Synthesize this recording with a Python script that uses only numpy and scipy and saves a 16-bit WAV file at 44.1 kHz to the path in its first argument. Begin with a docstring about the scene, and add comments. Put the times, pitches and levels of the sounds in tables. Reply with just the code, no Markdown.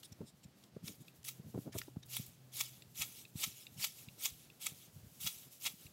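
"""Hand shears cut dry grass in an overgrown yard, twelve strokes close to the microphone.
In each stroke the blades slide shut with a hiss, bite through crackling stems, snap and rub open again.
Hiss and crackle are filtered noise; some openings end in a small tick, a short scrape that rings the shears.
Around them lie stirred leaves and dull bumps of handling and trodden ground, all with a short diffuse tail.
Behind stands the yard: outdoor rumble and air in filtered noise, and a far motor in a wavering sine."""
import sys
import numpy as np
from scipy import signal
from scipy.fft import rfft, irfft
from scipy.io import wavfile
from scipy.ndimage import uniform_filter1d

SR = 44100
rng = np.random.default_rng(int(sys.argv[2]) if len(sys.argv) > 2 else 0)


def persist_wave(psi):
    """Save psi, clipped to +-1, as 16-bit WAV."""
    counts = np.round(np.clip(psi, -1, 1) * 32767).astype(np.int16)
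    wavfile.write(sys.argv[1], SR, np.atleast_2d(counts).T)


N = 261072
TIME = np.arange(N) / SR
FREQS = np.maximum(np.fft.rfftfreq(N, 1 / SR), 1)

# Strokes of the shears. Each row: bite in seconds, closing time in seconds, grip time in seconds,
# slide in dB, bite in dB, blade ring in dB, bite half-length in seconds, stem snap in dB, stem centre in Hz,
# follow-through t60 in seconds, opening rub in dB, brightness in dB.
STROKES = [ (.881, 0.055, 0.027, -49, -53, -53, 0.0038, -40.5, 4260, 0.35, -78, -1),
           (1.287, 0.047, 0.0051, -46, -39, -50.5, 0.0049, -41.5, 8000, 0.23, -94, -1),
           (1.787, 0.053, 0.0092, -49.5, -37.5, -52, 0.0052, -36.5, 8200, 0.37, -86, -2),
           (2.168, 0.095, 0.066, -42, -42, -41, 0.0018, -33, 11200, 0.43, -79, -2),
           (2.611, 0.097, 0.052, -41, -34, -42, 0.0046, -39, 5240, 0.47, -73, -2.5),
           (3.022, 0.081, 0.04, -40.5, -45.5, -43.5, 0.0095, -34, 5860, 0.38, -55, -1),
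           (3.44, 0.094, 0.063, -39, -35.5, -40.5, 0.0064, -32.5, 6000, 0.36, -58.5, -2.5),
           (3.846, 0.082, 0.063, -37.5, -32.5, -43, 0.0051, -37.5, 4600, 0.26, -57.5, -3),
           (4.258, 0.084, 0.078, -37, -31, -43, 0.0042, -38, 5500, 0.23, -62, -2.5),
           (4.668, 0.075, 0.027, -43.5, -38.5, -44, 0.0041, -31, 7300, 0.3, -60, -3.5),
           (5.273, 0.08, 0.017, -41, -35.5, -42, 0.0065, -35, 3220, 0.53, -65.5, -.5),
           (5.668, 0.074, 0.049, -40.5, -38.5, -41.5, 0.0086, -33, 3570, 0.23, -58, -2)]
# Spectrum of dry rubbing, for blades and stirred leaves. Each row: frequency in Hz, relative level in dB per Hz.
SLIDE_SPECTRUM = [(300, -19), (800, -21.5), (1600, -18), (2200, -9.5), (2850, -2.5), (4300, -3),
                  (6500, 0.5), (8500, -0.5), (9800, -3), (10600, 2), (13000, 2), (15800, -1.5)]


def undb(db):
    """Decibels to gain."""
    return 10 ** (np.asarray(db) / 20)


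def unit(x):
    """Scale to rms 1."""
    return x / np.sqrt(np.mean(x ** 2))


def decay(t, t60):
    """Exponential fall by 60 dB in t60 seconds."""
    return np.exp(-np.log(1000) * t / t60)


def highpass(x, order, hz):
    """Take away the lows below hz."""
    return signal.sosfilt(signal.butter(order, hz, "high", fs=SR, output="sos"), x)


def shape(points):
    """A spectrum in dB on all frequencies, drawn straight over log frequency."""
    hz, db = np.transpose(points)
    return np.interp(np.log(FREQS), np.log(hz), db)


def level_line(points):
    """A level in dB over time, drawn straight between the given moments."""
    return np.interp(TIME, *np.transpose(points))


def colour(x, db):
    """Causal minimum-phase filter with the given dB shape; white noise keeps its power."""
    cepstrum = irfft(np.log(unit(undb(db))), N)
    # fold the cepstrum onto positive time
    cepstrum[1:N // 2] *= 2
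    cepstrum[N // 2 + 1:] = 0
    return irfft(rfft(x) * np.exp(rfft(cepstrum)), N)


def walk(rate):
    """Random wander with a spread near 1, straight between rate knots a second."""
    knots = rng.standard_normal(4096)
    return np.interp(TIME * rate, np.arange(len(knots)), knots)


def crackle(rate, spread_db):
    """Dense tiny fractures of uneven size, rate a second on average, rms 1."""
    sizes = undb(spread_db * np.minimum(rng.exponential(size=N), 5))
    happens = rng.random(N) < rate / SR
    return unit(rng.standard_normal(N) * sizes * happens)


def swell(s, half):
    """A bell-shaped envelope around time s."""
    return np.exp(-.5 * np.minimum(((TIME - s) / half) ** 2, 10 * 10))


def add(out, s, sound):
    """Mix a sound in at time s."""
    place = int(s * SR) + np.arange(len(sound))
    inside = (place >= 0) & (place < N)
    out[place[inside]] += sound[inside]


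def bursts(rows, below, above, ripple_db, ripple_hz, solid=0):
    """Brief contacts (s, dB, half-length s, centre Hz): a solid push within a rough scuff.
    Each body rings unevenly in a band that reaches some octaves below and above its centre."""
    out = np.zeros(N)
    chance = rng.standard_normal((len(rows), 2, 8192))
    count = chance.shape[-1]
    t = (np.arange(count) - count // 2) / SR
    f = np.maximum(np.fft.rfftfreq(count, 1 / SR), 1)
    reaches = np.broadcast_to(above, len(rows))
    for (scuff, resonances), (s, db, half, hz), reach in zip(chance, rows, reaches):
        bell = np.exp(-.5 * (t / half) ** 2)
        energy = np.sum(bell ** 2)
        force = scuff * bell + solid * np.sqrt(energy) * (t == 0)
        octaves = np.log2(f / hz)
        body = np.exp(-.5 * (octaves / np.where(f < hz, below, reach)) ** 2) / np.sqrt(f)
        body *= undb(ripple_db * np.interp(f / ripple_hz, np.arange(count), resonances))
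        ring = irfft(rfft(force) * body)
        # the whole contact carries the energy of a bell at the given level
        add(out, s + t[0], ring * undb(db) * np.sqrt(energy / np.sum(ring ** 2)))
    return out


def scattered(until_s, db, half, hz, spread_db, spread_octaves, count):
    """Rows (s, dB, half-length s, centre Hz) of small contacts at uneven intervals."""
    rows = []
    for k, (late, size, pitch) in enumerate(rng.standard_normal((count, 3))):
        s = until_s * (k + .5 + .5 * late) / count
        rows.append((s, db + spread_db * size, half, hz * 2 ** (spread_octaves * pitch)))
    return rows


def shifting(x, depth_db, rate, count):
    """Fibre after fibre takes the load, so every narrow band swells and fades on its own."""
    spectrum = rfft(x)
    place = FREQS / FREQS[-1] * (count - 1)
    out = np.zeros(N)
    for k in range(count):
        band = irfft(spectrum * np.maximum(1 - np.abs(place - k), 0), N)
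        out += band * undb(depth_db * walk(rate))
    return unit(out)


def cutting(rise_db=7, release_s=0.0065, slide_ring_db=-16):
    """Blades slide with growing pressure, crush the stems, follow through and rub open."""
    # Spectrum of crushed stems. Each row: frequency in Hz, relative level in dB per Hz.
    bite_spectrum = [(200, -25), (600, -18.5), (1100, 0), (1650, -62), (2200, 4), (3500, 3), (4600, 6),
                     (6500, 13), (8000, 10), (9700, 1.5), (12000, 7.5), (15800, 11)]
    # Resonances of the loaded blades. Each row: frequency in Hz, width in Hz, relative level in dB.
    blade_peaks = [(794, 160, -8), (1050, 150, -8.5), (1304, 90, -2.5), (2116, 220, -3.5), (2260, 180, 2.5),
                   (2580, 140, 1.5), (2800, 130, -1), (3360, 440, 2), (3380, 59, 6.5), (3820, 46, 7),
                   (4300, 250, -3), (6090, 125, 1)]
    follow_db = -3.5  # follow-through against the slide
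    open_after_s, open_half_s = .165, 0.037  # the blades rub open this long after the bite
    slide, rub, bite, load = np.zeros((4, N))
    for s, closing, grip_s, slide_db, bite_db, ring_db, half, _, _, t60, open_db, _ in STROKES:
        travel = np.clip((TIME - s) / closing + 1, 0, 1)
        grip = np.clip((TIME - s + closing) / grip_s, 0, 1)
        since = np.clip(TIME - s, 0, 1)
        held = np.exp(-since / release_s)
        slide += grip * undb(slide_db + rise_db * (travel - 1)) * held
        slide += undb(slide_db + follow_db) * decay(since, t60) * (1 - held)
        rub += undb(open_db) * swell(s + open_after_s, open_half_s)
        crush = swell(s, half)
        bite += undb(bite_db) * crush
        load += undb(ring_db) * crush
    grain = shifting(crackle(rate=12000, spread_db=0.5), depth_db=4.0, rate=80, count=44)
    friction = (slide + rub) * grain * undb(0.5 * walk(100))
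    fibres = bite * crackle(rate=12000, spread_db=-11.0)
    # the blades ring most when the stems load them
    shaking = (load + undb(slide_ring_db) * (slide + rub)) * crackle(rate=9000, spread_db=3.5)
    power = sum((undb(db) / (1 + ((FREQS - hz) / width) ** 2)) ** 2 for hz, width, db in blade_peaks)
    ring = colour(shaking, 10 * np.log10(power))
    sound = colour(friction, shape(SLIDE_SPECTRUM)) + colour(fibres, shape(bite_spectrum)) + ring
    # brightness tilts lows against treble, drifting from tuft to tuft
    low = signal.sosfilt(signal.butter(1, 6000, fs=SR, output="sos"), sound)
    bright_db = np.interp(TIME, [row[0] for row in STROKES], [row[-1] for row in STROKES])
    return low * undb(-bright_db) + (sound - low) * undb(bright_db)


def stems(count=2):
    """The thickest stem of each tuft snaps at the bite; thinner ones give way just before and after."""
    snap_half_s, scatter_octaves = 0.0011, 0.19
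    thin_db = -11.5  # the thinner stems of a tuft against the thickest
    rows = []
    for stroke, thin in zip(STROKES, rng.standard_normal((len(STROKES), count, 2))):
        s, (half, db, hz) = stroke[0], stroke[6:9]
        rows.append((s, db, snap_half_s, hz))
        for late, pitch in thin:
            rows.append((s + half * late, db + thin_db, snap_half_s, hz * 2 ** (scatter_octaves * pitch)))
    return bursts(rows, below=0.3, above=1.0, ripple_db=2, ripple_hz=450)


def open_stop(contact_s=0.00093, detune=0.011, scrape_db=-14, lowest_hz=2250):
    """A short chatter of the stop rings the shears, which are too small to radiate lows."""
    # The handles reach their open stop. Each row: time in seconds, level in dB.
    tick_rows = [(1.081, -52.5), (2.821, -51), (3.251, -50.5), (3.667, -45.5), (4.085, -48.5), (4.5, -53.5),
                 (5.865, -53)]
    # Ring of the shears at the stop. 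Each row: frequency in Hz, relative level in dB, t60 in seconds.
    stop_modes = [(2550, 1.5, 0.022), (2730, 3, 0.022), (2820, -1, .028), (3620, 4, 0.013),
                  (3850, 0.5, 0.018), (4130, 3, 0.017), (4780, -7, .02), (7540, -4.5, 0.017)]
    out = np.zeros(N)
    t = np.arange(SR // 20) / SR
    for s, db in tick_rows:
        ring = np.zeros(len(t))
        for hz, gain_db, t60 in stop_modes:
            mode_hz = hz * (1 + detune * rng.standard_normal())
            ring += undb(gain_db) * np.sin(2 * np.pi * mode_hz * t) * decay(t, t60)
        contact = rng.standard_normal(len(t)) * t * np.exp(-t / contact_s)
        ringing = unit(signal.fftconvolve(contact, ring)[:len(t)])
        tick = ringing + undb(scrape_db) * unit(contact)
        # levelled by its loudest 2 ms
        add(out, s, undb(db) * tick / np.sqrt(uniform_filter1d(tick ** 2, size=90).max()))
    return highpass(out, 6, lowest_hz)


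def leaves():
    """Dry leaves and stalks crack singly over a faint rustle of stirred leaves in filtered noise."""
    # Cracks between the bites. Each row: time in seconds, level in dB, half-length in seconds, centre in Hz.
    crinkles = [(.034, -51.5, 0.0026, 5050), (.051, -55, 0.009, 5700), (.126, -55.5, 0.0037, 5800),
                (.283, -61.5, .015, 6500), (.441, -61, 0.0066, 6360), (.640, -58.5, 0.0019, 4700),
                (.922, -60, 0.0027, 5000), (1.018, -64.5, 0.013, 9000), (1.232, -57.5, 0.0011, 5000),
                (1.250, -47.5, 0.0016, 5860), (1.730, -55, 0.0048, 4600), (1.742, -61.5, .007, 1700),
                (1.817, -42, 0.0015, 1870), (2.033, -55.5, 0.0034, 4500), (2.064, -60, 0.0046, 13000),
                (2.266, -50, .0018, 13400)]
    # Rustle of stirred leaves. Each row: time in seconds, level in dB.
    stir_levels = [(0, -72.5), (.7, -81.5), (1.2, -72.5), (2.5, -74.5), (3.3, -65.5), (4.1, -66),
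                   (4.9, -68.5), (5.9, -64)]
    stir = undb(level_line(stir_levels) + 4.4 * walk(24.06)) * rng.standard_normal(N)
    # faint crinkles while the tuft is gathered
    faint = scattered(until_s=2.1, db=-71.5, half=0.0016, hz=5000, spread_db=7, spread_octaves=0.1, count=14)
    cracks = bursts([*crinkles, *faint], below=0.85, above=0.94, ripple_db=5.0, ripple_hz=618)
    return cracks + colour(stir, shape(SLIDE_SPECTRUM))


def knocks(boom_hz=105, boom_q=1.2, boom_db=-1, grit_db=-21, hard_hz=220):
    """Dull bumps set off a low boom; dry litter crackles faintly under the harder ones."""
    # Handling and trodden ground. Each row: time in seconds, level in dB, half-length in seconds, centre in Hz.
    bump_rows = [(.122, -53, 0.0048, 146), (.215, -45, 0.0072, 214), (.233, -54.5, 0.014, 208),
                 (.457, -53.5, .004, 153), (.768, -42, 0.002, 220), (.838, -49.5, 0.008, 149),
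                 (.895, -56, 0.021, 208), (1.011, -55.5, .009, 196), (1.398, -52, 0.0075, 198),
                 (1.47, -55, 0.02, 194), (1.545, -44.5, 0.0025, 298), (1.557, -42, 0.0058, 240),
                 (1.578, -37.5, 0.0027, 220), (1.589, -38.5, .002, 193), (1.677, -46, 0.013, 235),
                 (1.759, -41, 0.0056, 251), (1.884, -47, 0.0022, 238), (1.963, -56.5, 0.0019, 450),
                 (1.970, -36.5, 0.00137, 212), (2.198, -44, 0.0037, 190), (3.0, -56, 0.0085, 155),
                 (3.357, -40, 0.0015, 166), (3.477, -53.5, 0.0058, 158), (3.785, -59, 0.019, 158),
                 (4.08, -53.5, 0.004, 152), (4.321, -53, 0.0021, 110), (4.965, -58, 0.018, 120),
                 (5.045, -58.5, 0.019, 127), (5.255, -53, 0.0091, 130), (5.853, -54.5, 0.0038, 128)]
    # small bumps of handling all the way through
    jostle = scattered(N / SR, db=-63, half=0.0033, hz=155, spread_db=2.5, spread_octaves=0.32, count=36)
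    rows = [*bump_rows, *jostle]
    # bumps centred at 235 Hz or more reach an octave above their centre, lower ones less far
    reach = np.minimum(np.array(rows)[:, 3] / 235, 1)
    bumps = bursts(rows, below=0.92, above=reach, ripple_db=-0.5, ripple_hz=110, solid=0.48)
    boom = signal.lfilter(*signal.iirpeak(boom_hz, boom_q, fs=SR), bumps)
    hard = highpass(bumps, 2, hard_hz)
    weight = np.sqrt(np.abs(uniform_filter1d(hard ** 2, size=256)))
    litter = shape([(300, -5), (1100, 9), (2000, -4.0), (5000, -13)])  # Hz, relative dB
    grit = colour(weight * crackle(rate=2500, spread_db=2.5), litter)
    return bumps + undb(boom_db) * boom + undb(grit_db) * grit


def thicket(x, t60=0.17, wet_db=-15):
    """The surrounding stems scatter a short diffuse tail."""
    t = np.arange(SR // 4) / SR
    tail = rng.standard_normal(len(t)) * decay(t, t60)
    tail /= np.sqrt(np.sum(tail ** 2))
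    return x + undb(wet_db) * signal.fftconvolve(x, tail)[:N]


def far_motor(motor_hz=126.3, waver_db=4):
    """The drone of a far motor: one sine that wavers in pitch and level."""
    # Each row: time in seconds, level in dB.
    motor_levels = [(0, -80), (.8, -79), (1.4, -63), (2.2, -64.5), (2.8, -68.5), (5.9, -83.5)]
    pitch = motor_hz * (1 + 0.024 * walk(16))
    drone = np.sqrt(2) * np.sin(2 * np.pi * np.cumsum(pitch) / SR)
    return drone * undb(level_line(motor_levels) + waver_db * walk(14))


def yard(level_db=-66.65, waver_db=1.53):
    """Outdoor rumble and air: noise, strongest in the lows, with an unsteady level."""
    # Each row: frequency in Hz, relative level in dB per Hz.
    yard_spectrum = [(15, -103), (25, -30), (133, -1), (254, -8.5), (324, -11.5), (391, -13), (541, -16),
                     (619, -15.5), (879, -20.5), (953, -21.5), (1430, -23.5), (3480, -25.5), (4810, -25.5),
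                     (5210, -27.5), (15700, -41.5)]
    air = rng.standard_normal(N) * undb(level_db + waver_db * walk(17))
    return colour(air, shape(yard_spectrum))


def scene():
    """All the close sounds in the thicket, over the yard and the far motor."""
    close = cutting() + stems() + open_stop() + leaves() + knocks()
    return (thicket(close) + far_motor() + yard())[None]


def record(dry, low_hz=56, top_hz=15780):
    """The microphone sheds the deep bass and the recorder cuts the top."""
    thin = highpass(dry, 3, low_hz)
    return signal.sosfilt(signal.ellip(12, .1, 80, top_hz, fs=SR, output="sos"), thin)


dry = scene()
out = record(dry)
persist_wave(out)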